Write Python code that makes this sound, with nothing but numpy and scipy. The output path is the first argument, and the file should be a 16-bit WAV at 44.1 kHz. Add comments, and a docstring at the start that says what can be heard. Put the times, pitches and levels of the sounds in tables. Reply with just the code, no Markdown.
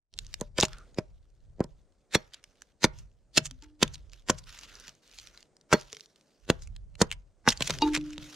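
"""First a near-silent moment, then chips tick and bark scrapes: outdoors, close to a small camera with two ports,
a heavy blade chops a small upright log on a stump. Blows ring wood resonances and boom the stump; torn fibres and
soft puffs of sawdust are bursts of spiky noise. Chips patter down, two on a metal bowl (decaying modes); rubbing,
dust and the stuck blade worked loose are grainy noise. Light wind buffets the ports over a quiet forest hush, joined
near 7.75 s by a soft wash of falling debris, all shaped noise."""
import sys
import numpy as np
from scipy import signal
from scipy.fft import rfft, irfft, next_fast_len
from scipy.io import wavfile
from scipy.ndimage import uniform_filter1d, map_coordinates

SR = 44100
rng = np.random.default_rng(int(sys.argv[2]) if len(sys.argv) > 2 else 0)


def linear_from_db(decibels):
    """Turn decibels (scalar or array-like) into linear amplitude factors; 0 gives 1."""
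    return 10 ** (np.asarray(decibels, float) / 20)


def transcribe(signal):
    """Save signal, clipped to [-1, 1], as a 16-bit WAV file at the path in sys.argv[1]."""
    frames = np.atleast_2d(signal).T
    limited = np.clip(frames, -1, 1)
    pcm = np.round(limited * 32767).astype(np.int16)
    wavfile.write(sys.argv[1], SR, pcm)


N = 368235

# Wind buffeting at the ports. Each row: time in seconds, level in dB.
WIND = [(.14, -53), (.25, -44.5), (.45, -51.5), (.95, -53), (1.3, -59), (1.5, -49), (2.05, -73), (2.6, -74),
        (3.3, -62), (4.15, -56.5), (4.85, -64.5), (5, -79.5), (5.22, -59.5), (5.45, -74.5), (6.36, -81.5),
        (6.46, -53.5), (6.92, -47.5), (7.4, -66), (7.85, -41.5), (8.2, -50), (8.33, -70)]
# Forest hush all around; near 7.75 s a soft wash of falling debris joins it.
# Each row: time in seconds, level in dB.
HUSH = [(.2, -69.5), (.5, -75.5), (.8, -66.5), (1.2, -76.5), (2.3, -71.5), (3.1, -75), (4.45, -72),
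        (4.75, -66), (5, -71.5), (5.9, -69.5), (6.4, -75.5), (7.55, -70.5), (7.75, -52), (8.05, -63)]
# Colour of the buffeting. Each row: frequency in Hz, relative density in dB.
RUMBLE_COLOUR = [(12, -28.5), (22, -5.5), (42, 3), (65, -7.5), (113, -12), (160, -20), (250, -36.5),
                 (500, -120)]
# Colour of the hush. Each row: frequency in Hz, relative density in dB.
HUSH_COLOUR = [(76, -28), (130, -5.5), (269, -5.5), (597, -6.5), (914, -17.5), (2180, -26), (2890, -34),
               (6780, -27), (9000, -28), (11700, -56.5), (19800, -120)]
# What each swing leaves behind. Each row: time of the chop in seconds, draught level in dB, draught length
# in seconds, dust level in dB, fall of the dust in dB per second.
SWINGS = [(0.582, -46.5, 0.17, -56.5, 65.5), (0.997, -50.5, .15, -75.5, 28), (1.605, -52, 0.13, -78, 30.5),
          (2.154, -63.5, 0.15, -52.5, 159), (2.843, -46.5, 0.21, -68, 64.5), (3.376, -48, 0.19, -62.5, 65),
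          (3.819, -45, 0.19, -57.5, 83.5), (4.28, -47, 0.21, -62, 21), (5.722, -61.5, 0.12, -46.5, 100.5),
          (6.501, -46, 0.33, -62.5, 62), (7.015, -43.5, 0.15, -69.5, 66), (7.48, -49, 0.2, -50.5, 97)]
# Trees and canvas answering. Each row: frequency in Hz, t60 in seconds.
YARD = [(150, 0.13), (1000, 0.4), (4000, 0.15), (12000, 0.042)]
# Bark scraped, the blade worked loose, cloth, debris sliding. Each row: start in seconds, length in seconds,
# level in dB, brightness in dB (added to the highs, taken from the lows).
SCRAPES = [(.17, 0.28, -67.5, -0.3), (.71, 0.074, -62, -6.5), (2.316, 0.059, -66.5, -7.5),
           (2.435, .27, -74.5, -1.5), (2.928, 0.078, -67.5, -0.5), (3.616, 0.031, -65.5, -5.5),
           (4.12, 0.058, -65.5, -1), (4.466, 0.19, -54, -1.5), (4.674, .22, -56, -3),
           (4.937, 0.05, -78.5, 6), (5.02, .38, -63, -1.05), (5.135, 0.13, -59, 4), (5.891, .14, -66, 5),
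           (6.05, .4, -74, 1.5), (7.607, .14, -45.5, -0.5), (7.814, 0.07, -46, -4), (7.977, .06, -63, -3),
           (8.034, 0.18, -58, -4), (8.207, .2, -52.5, 0)]
# Colour of rubbed fibre before the brightness. Each row: frequency in Hz, relative density in dB.
FIBRE_COLOUR = [(410, -41.5), (700, -15.5), (747, -15.5), (1460, -3.5), (2400, -4), (2840, -1.5),
                (6480, -3.5), (7790, -13.5), (12800, -22.5), (16000, -33.5)]
# A split-off piece slides and hums. The row: start in seconds, length in seconds, level in dB,
# frequency in Hz, width in Hz.
SLIDE = (.69, .125, -58, 1370, 280)
# Modes of the metal bowl. Each row: frequency in Hz, level in dB before the hardness, t60 in seconds.
BOWL = [(300.7, -6.5, 0.93), (347, -16, 0.4), (440, -20, 0.3), (876, -7.5, 0.18), (897, -5.5, 0.18),
        (1200, -21, 0.11), (2480, -22, .12), (2820, -10.5, 0.077), (3820, -9, 0.094), (4600, -4, 0.038)]
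# Chips landing on the bowl. Each row: time in seconds, level in dB, hardness (modes fade above this Hz).
BOWL_HITS = [(3.625, -46, 545), (7.821, -14, 6170)]
# Chips on other hollow things. Each row: time in seconds, level in dB, frequency in Hz, t60 in seconds.
HOLLOW_NOTES = [(3.514, -49.5, 257, 0.2), (5.93, -51.5, 424, 0.27), (5.93, -53.5, 448, 0.22)]
# The larger chips landing. Each row: time in seconds, peak in dB, centre in Hz.
CHIPS = [(0.1391, -35.5, 4730), (0.189, -16, 4130), (0.2478, -41, 4630), (0.2663, -35.5, 5200),
         (0.3411, -20, 4250), (0.411, -22.5, 8500), (0.683, -35, 1190), (0.7322, -30, 1930),
         (0.9448, -44, 2100), (1.6048, -30.5, 4210), (2.3361, -36, 3490), (2.4399, -34, 2830),
         (2.6199, -34.5, 1760), (3.4674, -27, 3140), (3.5109, -30, 3600), (3.6237, -37.5, 3820),
         (3.636, -40.5, 1500), (3.8786, -31.5, 2960), (3.9554, -34, 3420), (4.0971, -47, 4330),
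         (4.119, -45, 4080), (4.1335, -35, 2440), (4.6119, -36.5, 2770), (4.7536, -34.5, 5290),
         (4.8728, -42, 5700), (4.8803, -30.5, 2450), (4.8924, -35.5, 3110), (4.9516, -50, 7040),
         (5.1133, -42.5, 4600), (5.1367, -43, 3080), (5.1984, -34.5, 4110), (5.2719, -35, 4360),
         (5.3747, -35, 4900), (5.4061, -44, 4680), (5.4281, -40, 5090), (5.5672, -46.5, 5300),
         (5.6121, -46.5, 5360), (5.7987, -36.5, 6140), (5.8117, -31.5, 6000), (5.9015, -46, 2790),
         (5.9224, -39, 5960), (5.9289, -26, 5530), (5.9479, -37, 2900), (5.9683, -28.5, 4600),
         (5.9968, -39, 4040), (6.0074, -32, 4720), (6.0591, -41.5, 4120), (6.1594, -48, 3190),
         (6.2108, -49.5, 4710), (6.6737, -41.5, 6970), (6.7635, -36.5, 4200), (6.9536, -42.5, 3080),
         (7.1152, -16, 2960), (7.7867, -26, 2880), (8.0117, -38, 2660), (8.1803, -25, 3400),
         (8.2312, -36.5, 3960)]
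# Modes of the blade. Each row: frequency in Hz, level in dB before the hardness, t60 in seconds.
BLADE = [(3420, 3, 0.045), (4360, -4.5, 0.11), (5670, 0.5, 0.063), (15440, -14.5, .07)]
# Cuts that leave the blade free to sing. Each row: time in seconds, level in dB, modes fade above this Hz.
BLADE_RINGS = [(2.1511, -24.5, 3994), (2.8438, -44, 4000), (5.7323, -26, 18210)]
# Fibres tearing, and soft puffs of sawdust and chips falling after the blows.
# Each row: time in seconds, peak in dB, centre in Hz, t60 in seconds.
SNAPS_AND_PUFFS = [(0.5835, -14.5, 3067, 0.014), (0.6013, -9.5, 5900, .018), (0.609, -6.5, 4200, 0.015),
                   (0.6274, -9, 3680, 0.031), (0.633, -14.5, 2332, .02), (0.641, -19, 4600, 0.012),
                   (0.6519, -17.5, 3267, .018), (0.9857, -22, 2344, 0.023), (1.641, -34.5, 3910, 0.0092),
                   (2.1478, -7.5, 1850, 0.035), (2.3435, -28, 3420, .018), (2.8421, -5.5, 1887, .027),
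                   (2.9869, -39, 7110, 0.058), (3.3728, -9, 4360, 0.037), (3.3777, -4, 4356, 0.017),
                   (3.381, -8.5, 3338, .01), (3.4572, -23, 7225, 0.038), (3.829, -4, 3122, .018),
                   (3.9428, -32.5, 4670, 0.021), (4.2969, -12.5, 1607, .023), (4.3006, -6.5, 5790, 0.02),
                   (4.3841, -33, 5650, 0.036), (5.186, -32.5, 4207, 0.033), (5.7274, -13.5, 1670, 0.029),
                   (5.7329, -12, 5670, .02), (6.501, -4.5, 1676, .022), (6.6214, -37.5, 5360, 0.096),
                   (7.0168, -6, 5990, 0.023), (7.1241, -24, 2396, 0.04), (7.4754, -22, 1608, 0.015),
                   (7.4874, -4.5, 4076, 0.024), (7.503, -14.5, 4810, .043), (7.5224, -19, 2293, 0.032),
                   (7.5739, -26.5, 4940, 0.021), (7.607, -19, 1840, 0.015), (7.6232, -10, 2923, 0.015),
                   (7.655, -27.5, 5320, 0.042), (7.6742, -18.5, 6790, 0.015), (7.6969, -19.5, 3644, 0.016),
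                   (7.7046, -13, 4190, .018), (7.8203, -16, 3830, 0.025), (7.9431, -22.5, 1970, 0.024),
                   (7.9493, -15.5, 1860, .04), (7.9629, -13.5, 2510, 0.027), (7.9744, -24, 2520, .018),
                   (8.1036, -36, 1532, 0.024), (8.1284, -33, 3256, 0.049)]
# Housing colour heard on the snaps, puffs and chips. Each row: frequency in Hz, gain in dB.
CAPSULE = [(1000, 3), (5500, 1.5), (6800, 1.5), (7450, 0), (8000, -6), (10000, -9), (16000, -28)]
# Blows and bumps on the wood. Each row: time in seconds, peak of the log in dB, contact in ms,
# stump boom in dB relative to the blow.
KNOCKS = [(0.4137, -21.5, 1, -40.5), (0.5862, -13, 0.42, -29), (0.6315, -11.5, 0.78, -46),
          (0.9844, -15.5, 1, -45), (1.6046, -11.5, 1, -46), (1.6424, -33, 1, -21),
          (2.1526, -9.5, 0.78, -46.5), (2.843, -6, 0.67, -35.5), (3.3757, -15, 0.5, -27.5),
          (3.8263, -10.5, 0.71, -25.5), (4.297, -10.5, 0.62, -31), (4.8816, -49, 0.54, -18),
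          (5.7274, -5, 0.25, -42), (5.7339, -17, 0.26, -42), (5.74, -8.5, 0.82, -54),
          (5.9301, -48.5, 0.3, -21.5), (6.499, -8, 0.93, -35), (7.0146, -8.5, 0.47, -35),
          (7.4757, -5, 0.36, -48), (7.4843, -23, 0.37, -42), (7.607, -20.5, 0.23, -19.5),
          (7.6974, -21, 0.12, -16), (7.9728, -29, 0.55, -16), (8.1788, -37.5, 0.72, -7.5)]
# Resonances of the log, varied from blow to blow. Each row: frequency in Hz, width in Hz, level in dB.
WOOD = [(178, 100, 2), (228, 45, 0), (329, 100, -0.5), (427, 88, -1), (523, 120, -2.5), (615, 16, -1.5),
        (790, 89, -9.5), (960, 140, 0.5), (1272, 140, -8.5), (1500, 600, -5.5), (1850, 140, -8)]
# Modes of the stump. Each row: frequency in Hz, level in dB, t60 in seconds.
STUMP = [(91, -10, 0.25), (133, -1, 0.42), (153, 0.5, 0.3)]
# Balance of the close sounds between the ports. Each row: frequency in Hz, left minus right in dB.
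LEAN = [(60, -1), (1000, -.5), (4400, 0), (7000, -2), (9000, -6), (13000, -12)]

OPPOSITE = np.array([[1], [-1]])  # one sign for each port
LEAD_S = .04  # room before a burst for its swell
SWELL_SHARE = 0.23  # time constant of the swell of a snap or puff, as a share of its t60
# Small chips trickle at random: mean gap in s, dB above the rustle, scatter in dB, typical centre in Hz.
CRUMB_EVERY_S, CRUMB_DB, CRUMB_SCATTER_DB, CRUMB_HZ = 0.1, 18, 0.5, 4200
DRAUGHT_RISE_S, DRAUGHT_FALL_S, DUST_BRIGHT_DB = 0.017, .1, -1.5
SCRAPE_RISE_S, SCRAPE_FALL_S, STILL_DB = 0.0081, 0.06, -89
SPREAD_S = .0018  # bending waves in the log: 300 Hz arrives this much after 2 kHz


def unit(x):
    """x at rms 1."""
    return x / np.sqrt(np.mean(x ** 2) + 1e-20)


def along(points, hz):
    """(Hz, value) points read on a log frequency axis."""
    f, v = np.transpose(points)
    return np.interp(np.log(hz + 1), np.log(f + 1), v)


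def curves(rows):
    """One value per sample for each column after the time."""
    s, *cols = np.transpose(rows)
    return [np.interp(np.arange(N) / SR, s, c) for c in cols]


def wobble(rate):
    """A smooth random curve, rate knots a second."""
    knots = rng.standard_normal(int(N * rate / SR) + 4)
    return map_coordinates(knots, [np.arange(N) * rate / SR])


def filtered(x, response):
    """x times a complex response of frequency."""
    n = x.shape[-1]
    m = next_fast_len(n + 8192)
    return irfft(rfft(x, m) * response(np.fft.rfftfreq(m, 1 / SR)), m)[..., :n]


def coloured(x, spectrum):
    """x given a (Hz, dB) spectrum, at rms 1."""
    return unit(filtered(x, lambda hz: linear_from_db(along(spectrum, hz))))


def patchy(x, depth_db):
    """x with random patches of gain over time and frequency, at rms 1."""
    z = signal.stft(x, nperseg=512)[2]
    field = uniform_filter1d(rng.standard_normal(z.shape), size=9, axis=0)
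    field = uniform_filter1d(field, size=7, axis=1)
    return unit(signal.istft(z * linear_from_db(depth_db * unit(field)), nperseg=512)[1][:N])


def resonance(f, hz, width_hz):
    """One causal resonance, gain 1 at its centre."""
    return 1j * f * width_hz / (hz * hz - f * f + 1j * f * width_hz)


def ring(modes, t, scatter_db, rough_db):
    """Decaying modes, each at a new strength and fluttering as the contact changes."""
    out = 0
    for hz, db, t60 in modes:
        luck = rng.standard_normal(2 + int(t[-1] * 80))  # 80 knots a second
        flutter_db = scatter_db * luck[0] + rough_db * np.interp(t * 80, np.arange(len(luck)), luck)
        out = out + linear_from_db(db + flutter_db - 60 * t / t60) * np.sin(2 * np.pi * hz * t)
    return out


def fading(modes, hard_hz):
    """Modes as a contact of this hardness wakes them: a soft one leaves the high modes asleep."""
    return [(hz, db - 10 * np.log10(1 + (hz / hard_hz) ** 4), t60) for hz, db, t60 in modes]


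def hump(start, length, rise, fall):
    """Power that rises, holds for its length and dies away."""
    t = np.arange(N) / SR - start
    onset = np.clip(t / max(rise, .001), 0, 1) ** 2
    return onset * np.exp(-np.clip(t - length, 0, None) / max(fall / 4, .001))


def add(track, s, sound):
    """Mixes a sound into the track at time s."""
    place = track[..., round(s * SR):][..., :sound.shape[-1]]
    place += sound[..., :place.shape[-1]]


def air():
    """Wind and swing draughts differ from port to port; the hush, with its wash of debris, is nearly the same."""
    (buffet_db,), (hush_db,) = curves(WIND), curves(HUSH)
    draught = sum(linear_from_db(db) ** 2 * hump(s, lasts, DRAUGHT_RISE_S, DRAUGHT_FALL_S)
                  for s, db, lasts, _, _ in SWINGS)
    gust, left, right, far, width = rng.standard_normal((5, N))
    lumps = linear_from_db(2.5 * np.array([wobble(9), wobble(9)]))
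    buffet = unit(lumps * coloured(np.array([.8 * gust + left, gust + right]), RUMBLE_COLOUR))
    hush = coloured(np.array([far + .3 * width, far - .3 * width]), HUSH_COLOUR)
    stirring_db = 1.5 * wobble(6)
    return np.sqrt(linear_from_db(buffet_db) ** 2 + draught) * buffet + linear_from_db(hush_db + stirring_db) * hush


def yard(x):
    """Scattered answer of trees and canvas: noise in which each frequency dies at its own speed."""
    hz, t, z = signal.stft(rng.standard_normal((2, SR // 2)), SR, nperseg=256)
    decay = linear_from_db(-60 * t / along(YARD, hz)[:, None])
    mid, side = signal.istft(z * decay, SR, nperseg=256)[1]
    tail = np.array([mid + 0.97 * side, mid - 1.4 * side])
    return signal.fftconvolve(x[None], tail / np.linalg.norm(tail[0]), axes=1)[:, :N]


def grit_level():
    """Gain and brightness of the rustle: dust thins out after each chop, scrapes hold for their length."""
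    t = np.arange(N) / SR
    parts = []  # (power, brightness in dB)
    for s, _, _, db, fall in SWINGS:
        parts.append(((t > s) * linear_from_db(db - fall * np.abs(t - s)) ** 2, DUST_BRIGHT_DB))
    for s, length, db, bright in SCRAPES:
        parts.append((linear_from_db(db) ** 2 * hump(s, length, SCRAPE_RISE_S, SCRAPE_FALL_S), bright))
    power = linear_from_db(STILL_DB) ** 2 + sum(p for p, _ in parts)
    return np.sqrt(power), sum(p * bright for p, bright in parts) / power


def rustle():
    """Rubbing and dust: dense tiny slips in clumps, with sparse sharper ticks, tilted by the brightness."""
    level, bright_db = grit_level()
    ticks = (rng.random(N) < 250 / SR) * linear_from_db(np.minimum(8 * rng.exponential(size=N), 24))  # 250 a second
    clumps = linear_from_db(1.5 * wobble(40) + 2.5 * wobble(250))
    sharper = np.sqrt(1 + 8 * uniform_filter1d(ticks, size=24))
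    slips = rng.standard_normal((2, N)) * clumps * sharper
    grit = patchy(coloured(slips[0], FIBRE_COLOUR), depth_db=2.5)
    high = filtered(grit, lambda f: f ** 4 / (f ** 4 + 3200 ** 4))
    # the rubbing wakes the log's face
    low = filtered(grit - high, lambda f: 0.8 + 0.51 * resonance(f, 1300, 430))
    spread = 0.3 * coloured(slips[1], FIBRE_COLOUR) * OPPOSITE
    return level * (linear_from_db(-bright_db) * low + linear_from_db(bright_db) * high + spread)


def slide():
    """Friction noise in the one resonance of the loose piece."""
    s, length, db, hz, width_hz = SLIDE
    hum = unit(filtered(rng.standard_normal(N), lambda f: resonance(f, hz, width_hz) ** 2))
    return linear_from_db(db) * np.sqrt(hump(s, length, rise=.05, fall=.04)) * hum


def bowl():
    """Chips strike a thin metal bowl and other hollow things; a soft chip wakes only the bowl's low modes."""
    out, t = np.zeros(N), np.arange(SR) / SR
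    for s, db, hard_hz in BOWL_HITS:
        modes = fading(BOWL, hard_hz)
        add(out, s, linear_from_db(db) * ring(modes, t, scatter_db=0, rough_db=1.4) * (1 - np.exp(-t / 0.0017)))
    for s, db, hz, t60 in HOLLOW_NOTES:
        add(out, s, ring([(hz, db, t60)], t, scatter_db=0, rough_db=0))
    return out


def burst(hz, t60, swell, spiky_db):
    """Spiky noise swells in, breaks and dies in a few resonances of its own; the ports differ in the treble."""
    t = np.arange(SR // 6) / SR - LEAD_S
    swelling = .25 * np.exp(np.minimum(t, 0) / max(swell, 1e-4))
    shape = np.where(t < 0, swelling, linear_from_db(-60 * t / t60))
    spikes = linear_from_db(spiky_db * rng.standard_normal(len(t) // 12 + 1).repeat(12)[:len(t)])
    narrow_hz = rng.uniform(2200, 8800, size=6)  # each burst has narrow tones of its own

    def piece(f):
        tones = sum(resonance(f, c, 130) for c in narrow_hz)
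        body = .4 + resonance(f, hz, .35 * hz) + .9 * tones
        return body * (1j * f / (900 + 1j * f)) ** 2 * linear_from_db(along(CAPSULE, f))

    mid, side = filtered(shape * spikes * rng.standard_normal((2, len(t))), piece)
    side = .5 * filtered(side, lambda f: 1j * f / (5000 + 1j * f))
    return np.array([mid + side, mid - side]) / np.abs(mid).max()


def chips():
    """Chips tick as they land: the larger ones at set times, crumbs at random following the rustle's level."""
    out = np.zeros((2, N))
    luck = rng.standard_normal((50, 3))
    when = 0.35 + np.cumsum(CRUMB_EVERY_S * luck[:, 0] ** 2)
    rustle_db = 20 * np.log10(np.interp(when * SR, np.arange(N), grit_level()[0]))
    crumb_db = rustle_db + CRUMB_DB + CRUMB_SCATTER_DB * luck[:, 1]
    crumbs = np.c_[when, crumb_db, CRUMB_HZ * np.exp(.35 * luck[:, 2])]
    for s, db, hz in [*CHIPS, *crumbs]:
        add(out, s - LEAD_S, linear_from_db(db) * burst(hz, t60=.006, swell=0.00012, spiky_db=7.0))
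    return out


def blade():
    """The steel sings briefly where the cut lets it go."""
    out, t = np.zeros(N), np.arange(SR // 2) / SR
    for s, db, hard_hz in BLADE_RINGS:
        add(out, s, linear_from_db(db) * ring(fading(BLADE, hard_hz), t, scatter_db=2, rough_db=3.5))
    return out


def snaps_and_puffs():
    """Fibres tear, and sawdust and chips fall in soft puffs after the blows: bursts that swell in and die."""
    out = np.zeros((2, N))
    for s, db, hz, t60 in SNAPS_AND_PUFFS:
        add(out, s - LEAD_S, linear_from_db(db) * burst(hz, t60, SWELL_SHARE * t60, spiky_db=6.0))
    return out


def dispersed(f):
    """Below 2 kHz low notes travel slower along the wood: the delay goes with one over the root of frequency."""
    low = np.minimum(f, 2000)
    turns = (2 * np.sqrt(low) - low / np.sqrt(2000)) / (300 ** -.5 - 2000 ** -.5)
    return np.exp(-2j * np.pi * SPREAD_S * turns)


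def log_response():
    """The log's resonances as one blow finds them: another spot each time, so other levels and pitches."""
    luck = rng.standard_normal((len(WOOD), 2))
    modes = [(hz * (1 + .035 * v), width, linear_from_db(db + 2.5 * u)) for (hz, width, db), (u, v) in zip(WOOD, luck)]
    return lambda f: dispersed(f) * sum(gain * resonance(f, hz, width) for hz, width, gain in modes)


def knocks():
    """A half-sine push and crushing grain ring the log; the stump top throws a little to one side and booms on."""
    out, t = np.zeros((2, N)), np.arange(SR // 2) / SR
    for s, db, contact_ms, boom_db in KNOCKS:
        push = np.sin(np.pi * np.clip(t * 1000 / max(contact_ms, .1), 0, 1))
        crush = .5 * linear_from_db(-60 * t / 0.062) * uniform_filter1d(rng.standard_normal(len(t)), size=8)
        # a long soft contact is dull
        force = filtered(crush - push, lambda f: (1 + 1j * f * contact_ms / 1500) ** -3)
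        log = filtered(force, log_response())
        log = log / np.abs(log).max()
        thrown = .06 * np.roll(log, 40) * OPPOSITE  # 40 samples later
        shared, own = (ring(STUMP, t, scatter_db=2.5, rough_db=4) * (1 - np.exp(-t / .006)) for _ in range(2))
        boom = linear_from_db(boom_db) * (shared + 0.47 * own * OPPOSITE)  # partly shaken into the ports through the ground
        add(out, s, linear_from_db(db) * (log + thrown + boom))
    return out


def scene():
    """The chopping reaches the right port a shade earlier and brighter; the sound sets in after a moment."""
    hits = knocks() + snaps_and_puffs() + chips() + bowl() + blade()
    near = hits + linear_from_db(-28.5) * yard(hits.mean(axis=0)) + rustle() + slide()
    lag_s = .8 / SR

    def ports(f):
        balance = linear_from_db(OPPOSITE * along(LEAN, f) / 2)
        return balance * np.exp(-1j * np.pi * f * lag_s * OPPOSITE)

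    near = filtered(near, ports)
    fade_db = np.interp(np.arange(N) / SR, [0, .125, .131], [-45, -25, 0])
    return (near + air()) * linear_from_db(fade_db)


def roll_off(x):
    """The treble ends steeply here."""
    return signal.sosfilt(signal.butter(12, 16500, fs=SR, output="sos"), x)


def record(dry):
    """The camera works on blocks: sound leaks ahead as faint copies a block apart, in a haze of treble."""
    block_s = 512 / 48000
    t = np.arange(-SR // 20, SR // 20) / SR
    haze = np.exp(-np.abs(t) / .012) * (np.abs(t) < 3.5 * block_s) * rng.standard_normal((2, len(t)))
    treble = filtered(dry, lambda f: f ** 2 / (f ** 2 + 2500 ** 2))
    smear = signal.fftconvolve(treble, haze / np.linalg.norm(haze[0]), mode="same", axes=1)
    copies_db = [-22, -36, -50]  # one, two and three blocks early
    ahead = filtered(dry, lambda f: sum(linear_from_db(db) * np.exp(2j * np.pi * f * k * block_s)
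                                        for k, db in enumerate(copies_db, 1)))
    wet = dry + ahead + linear_from_db(-21) * smear
    capped = wet / (1 + np.abs(wet / .95) ** 6) ** (1 / 6)  # the loudest peaks round off
    return roll_off(capped)


dry = scene()
out = record(dry)
transcribe(out)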